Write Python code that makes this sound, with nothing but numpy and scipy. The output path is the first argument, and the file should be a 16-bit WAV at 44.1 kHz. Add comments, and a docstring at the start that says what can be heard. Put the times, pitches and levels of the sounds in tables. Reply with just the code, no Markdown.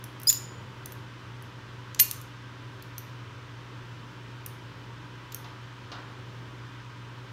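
"""Steel locking pliers squeeze shut with a dry stick-slip squeak from the pivot, snap open with a loud
ringing clack, and tick as they are shifted in the hand and set against a drum rim. Each steel contact
layers a bright crack, a lower clack and a thin ring, choked by the grip on all but the big snap.
Underneath sits a kitchen bed of refrigerator hum and air; twice something knocks softly further off."""
import sys
import numpy as np
from scipy import signal
from scipy.fft import rfft, irfft, next_fast_len
from scipy.io import wavfile
from scipy.ndimage import map_coordinates

SR = 44100
rng = np.random.default_rng(int(sys.argv[2]) if len(sys.argv) > 2 else 0)


def output_pcm(signal):
    """Save a mono or channel-first signal as 16-bit PCM at the path in sys.argv[1].

    Samples are clipped to [-1, 1] before scaling.
    """
    pcm = np.clip(np.atleast_2d(signal).T, -1, 1) * 32767
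    wavfile.write(sys.argv[1], SR, np.round(pcm).astype(np.int16))


N = 322812


def amp(db):
    """Decibels to gain."""
    return 10 ** (np.asarray(db) / 20)


def unit(x):
    """Scale to rms 1."""
    return x / np.sqrt(np.mean(x ** 2) + 1e-20)


def along(points, hz):
    """Read (frequency, value) breakpoints on a log frequency axis."""
    f, values = np.transpose(points)
    return np.interp(np.log(hz + 1), np.log(f), values)


def fade(t, t60):
    """Exponential decay, 60 dB down after t60 seconds."""
    return np.exp(-np.log(1000) * t / t60)


def add(track, start_s, sound):
    """Mix a sound into a track at its cue."""
    part = track[max(round(start_s * SR), 0):][:len(sound)]
    part += sound[:len(part)]


def wobble(rate, size):
    """Smooth random modulation, rate knots a second."""
    knots = rng.standard_normal(int(size * rate / SR) + 4)
    return map_coordinates(knots, [np.arange(size) * rate / SR])


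def filtered(x, response):
    """Shape x with a complex frequency response."""
    size = next_fast_len(len(x) + SR // 10)
    hz = np.fft.rfftfreq(size, 1 / SR)
    return irfft(rfft(x, size) * response(hz), size)[:len(x)]


def noise(spectrum, size):
    """Coloured noise of rms 1; the spectrum sets only its tone."""
    return unit(filtered(rng.standard_normal(size), lambda hz: amp(along(spectrum, hz))))


def ring(modes, t, scatter_db, attack_s):
    """Decaying modes, struck at new strengths every time."""
    hz, db, t60 = np.transpose(modes)[:, :, None]
    gains = amp(db + scatter_db * rng.standard_normal(hz.shape))
    partials = gains * fade(t, t60) * np.sin(2 * np.pi * hz * t)
    return np.sum(partials, axis=0) * (1 - np.exp(-t / attack_s))


def room(x, wet_db):
    """A sound plus its own diffuse tail, dying faster in the top end."""
    # reverb time of the kitchen: f/Hz, t60/s
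    decay_times = [(200, 0.45), (2500, 0.41), (7000, 0.44), (11000, 0.33), (16000, 0.22)]
    hz, t, spectra = signal.stft(rng.standard_normal(SR // 2), SR, nperseg=256)
    tail = signal.istft(spectra * fade(t, along(decay_times, hz)[:, None]), SR, nperseg=256)[1]
    tail *= 1 - np.exp(-np.arange(len(tail)) / SR / 0.0041)
    return x + amp(wet_db) * signal.fftconvolve(x, tail / np.linalg.norm(tail))[:len(x)]


def refrigerator():
    """A low hum whose partials waver in level and phase."""
    # hum partials: f/Hz, rms level/dB, phase wander/rad
    partials = [(55.8, -65, 0.299), (120, -46, .22), (288.3, -61.5, 0.5), (380.7, -64.5, 0.99),
                (552, -69.5, .9)]
    out, t = np.zeros(N), np.arange(N) / SR
    for hz, db, wander in partials:
        level = np.sqrt(2) * amp(db + 1.297 * wobble(14, N))
        out += level * np.sin(2 * np.pi * hz * t + wander * wobble(12, N))
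    return out


def air():
    """Room tone: a gently drifting low rush under a steady hiss."""
    # spectrum of the low rush: f/Hz, relative level/dB
    rush_spectrum = [(20, -21), (35, -21), (50, -11), (75, -12.5), (100, 2.5), (120, 1), (145, -2),
                     (200, -6.5), (280, -5), (400, -10), (520, -11), (720, -16.5), (900, -10.5),
                     (1100, -47)]
    # spectrum of the hiss: f/Hz, relative level/dB
    hiss_spectrum = [(700, -32.5), (950, 4), (1500, 1.5), (2200, -4), (3100, -4), (4300, -11.5),
                     (6000, -15.5), (8000, -25.5), (9700, -29.5), (10400, -36.5), (11200, -34),
                     (15500, -40)]
    # fader ride on the rush: t/s, level/dB
    rush_ride = [(0, -48.5), (.9, -48), (1.08, -51), (2.3, -49.7), (7.32, -50.8)]
    rush_db = np.interp(np.arange(N) / SR, *np.transpose(rush_ride)) + 0.9 * wobble(4, N)
    bed = amp(rush_db) * noise(rush_spectrum, N) + amp(-50.5) * noise(hiss_spectrum, N)
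    # standing waves of the room ripple the spectrum
    return filtered(bed, lambda hz: amp(1.7 * map_coordinates(rng.standard_normal(SR), [hz / 22])))


def body(hz):
    """Response of the hand-held pliers to a blow: band-passes of alternating polarity."""
    # damped resonances of the tool: f/Hz, bandwidth/Hz, relative level/dB
    resonances = [(2850, 300, -15), (5450, 420, -12), (6300, 520, -9), (7300, 300, -14), (9150, 420, -10),
                  (9850, 380, -8), (11120, 220, -3), (11850, 560, -5), (13360, 220, 0), (14500, 250, -11),
                  (15100, 300, -11)]
    return sum((-1) ** k * amp(db) * 1j * hz * width / (centre ** 2 - hz ** 2 + 1j * hz * width)
               for k, (centre, width, db) in enumerate(resonances))


def steel_ring(db, damping_t60):
    """The thin ring of the tool, shortened by the hand."""
    # free modes of the steel: f/Hz, relative level/dB, t60/s
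    modes = [(2482, -34, .7), (2790, -39, .5), (4337, -33, .45), (5782, -37, .3), (7354, -33, .4),
             (8958, -39, .3), (10782, -15, .12), (11141, -25, .15), (13336, 0, .13), (13275, -17, .1)]
    t = np.arange(SR * 3 // 5) / SR
    free_ring = amp(db) * ring(modes, t, scatter_db=0.5, attack_s=0.0048)
    return room(free_ring * fade(t, damping_t60), wet_db=-14)


def clicks():
    """Each contact is a brief grating crack through the tool, a lower clack and a thin ring."""
    # steel contacts, levels before trim: t/s, crack level/dB, clack level/dB, ring level/dB
    contacts = [(0.0403, -30.5, -41, -49.5), (0.1995, -37, -57, -72), (0.2170, -40, -58, -44),
                (0.2327, -29.5, -39, -49), (0.3018, -18.5, -17, -36), (0.308, -19, -23, -36),
                (0.3273, -19.5, -21.5, -19.5), (0.8586, -27.5, -36, -50), (0.9213, -36.5, -39, -37),
                (1.4240, -44, -56, -59), (1.9470, -49, -25, -66), (1.9926, -25, -19, -43),
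                (1.9962, -15.5, -12, -36), (1.9988, -8, -10, -30), (2.0010, -9.5, -10.5, -5),
                (2.1122, -20.5, -24.5, -39), (2.2145, -38.5, -44, -47.5), (2.8242, -40, -37.5, -51),
                (2.9811, -26.5, -34, -30), (4.4620, -25.5, -36, -46), (5.321, -41, -35, -66),
                (5.3247, -41, -34, -66), (5.3460, -24, -34, -48)]
    # spectrum of the lever hitting its stop: f/Hz, relative level/dB
    clack_spectrum = [(200, -35), (1150, -24.5), (1550, -9.5), (2100, -10.5), (2800, -0.5), (3450, -9),
                      (4150, 1.5), (5100, -4.5), (6300, -2.5), (7400, -2), (8200, -14), (12000, -14.5),
                      (16000, -21.5)]
    # a strong ring shakes the tool loose in the hand and lasts longer
    shake_loose_db, loose_t60_s, grip_t60_s = -12, .7, 0.0688
    out, t = np.zeros(N), np.arange(SR * 3 // 5) / SR
    for start_s, crack_db, clack_db, ring_db in contacts:
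        # the faces meet hard, then chatter for a few milliseconds
        contact = rng.standard_normal(len(t)) * (fade(t, 0.00229) + amp(-5) * fade(t, .015))
        # body resonances plus a little of the high-passed transient
        bright = filtered(contact, lambda hz: body(hz) + amp(-17.5) * (1j * hz / (4000 + 1j * hz)) ** 2)
        crack = amp(crack_db - 1.5) * bright * np.linalg.norm(contact) / np.linalg.norm(bright)
        clack = amp(clack_db - 4.5) * noise(clack_spectrum, len(t)) * fade(t, 0.014)
        add(out, start_s, room(crack, wet_db=-10) + room(clack, wet_db=-10))
        add(out, start_s, steel_ring(ring_db, loose_t60_s if ring_db > shake_loose_db else grip_t60_s))
    return out


def slip(length_s, pitch_hz, glide, db):
    """One stick-slip squeal: a trembling, gritty tone that builds, holds, then sticks again."""
    # spectrum of the pivot's grating: f/Hz, relative level/dB
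    rasp_spectrum = [(1200, -29.5), (2500, -14), (3500, -5.5), (5500, -2.5), (8000, 1.5), (12000, -1),
                     (15000, 1), (16000, -10.5)]
    attack_s, release_t60_s, pitch_tremble, full_strength_db = .003, .012, .006, -15.5
    t = np.arange(SR // 10) / SR
    hz = (pitch_hz + glide * np.minimum(t, length_s)) * (1 + pitch_tremble * wobble(900, len(t)))
    phase = 2 * np.pi * np.cumsum(hz) / SR
    level = amp(db) * np.minimum(t / attack_s, 1) * fade(np.maximum(t - length_s, 0), release_t60_s)
    strength = np.minimum(level / amp(full_strength_db), 1)
    sub, tone, second, third = np.sin(np.outer([.5, 1, 2, 3], phase))
    # overtones grow with strength; a sub-octave breaks out at the top
    partials = amp(-21) * sub * strength ** 4 + (amp(-9.5) * second + amp(-8) * third) * strength
    partials *= amp(2.9 * wobble(500, len(t)))
    rasp = amp(-15.5 + 3 * wobble(700, len(t))) * noise(rasp_spectrum, len(t))
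    return level * (np.sqrt(2) * (tone + partials) + rasp)


def squeak():
    """The dry pivot squeals as the handles close, and rings on once it lets go."""
    # slips around two squealing notes: t/s, length/s, f/Hz, glide/(Hz/s), level/dB
    slips = [(.2700, .015, 4850, 14000, -19.5), (.2870, 0.0058, 5310, -4000, -21.5),
             (.2825, 0.0058, 6890, 0.5, -21.5), (.2900, .0115, 6860, 14000, -15.5),
             (.313, 0.0063, 7100, 0, -31.5)]
    # resonances the squeak leaves ringing: f/Hz, relative level/dB, t60/s
    modes = [(4260, -22.5, 0.497), (4990, -18.5, 0.36), (5390, -19, .35), (6940, -2, .45),
             (6935, -6.5, 0.49), (13830, -8, .27), (14010, -10, 0.301)]
    let_go_s, ring_db = .302, -31.5
    out, t = np.zeros(N), np.arange(SR) / SR
    for start_s, length_s, pitch_hz, glide, db in slips:
        add(out, start_s, slip(length_s, pitch_hz, glide, db))
    add(out, let_go_s, amp(ring_db) * ring(modes, t, scatter_db=2, attack_s=.004))
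    return room(out, wet_db=-12.5)


def knocks():
    """Distant knocks arrive as a dull tap and a boom of room sound."""
    # soft knocks further off: t/s, tap level/dB, boom level/dB
    cues = [(5.443, -45, -48.5), (5.917, -36, -42)]
    # spectrum of the tap: f/Hz, relative level/dB
    tap_spectrum = [(300, -7), (1000, 5.5), (2000, -12), (2900, -0.5), (4600, -2), (6500, -12), (9000, -33),
                    (16000, -39)]
    # spectrum of the room's boom: f/Hz, relative level/dB
    boom_spectrum = [(150, -17), (450, -7), (750, 1.5), (1300, 4), (2200, -8), (4000, -10), (7000, -37),
                     (16000, -52.5)]
    out, t = np.zeros(N), np.arange(SR) / SR
    for start_s, tap_db, boom_db in cues:
        tap = amp(tap_db) * noise(tap_spectrum, SR) * fade(t, .09) * (1 - np.exp(-t / 0.00084))
        boom = amp(boom_db) * noise(boom_spectrum, SR) * fade(t, 0.86) * (1 - np.exp(-t / 0.01))
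        add(out, start_s, room(tap, wet_db=-6.5) + boom)
    return out


def scene():
    """Mono mix: pliers up close, the kitchen behind."""
    return (clicks() + squeak() + knocks() + refrigerator() + air())[None]


def record(dry):
    """A brick-wall low-pass trims the very top."""
    cutoff_hz = 15750
    return np.array([filtered(x, lambda hz: 1 / np.sqrt(1 + (hz / cutoff_hz) ** 200)) for x in dry])


dry = scene()
out = record(dry)
output_pcm(out)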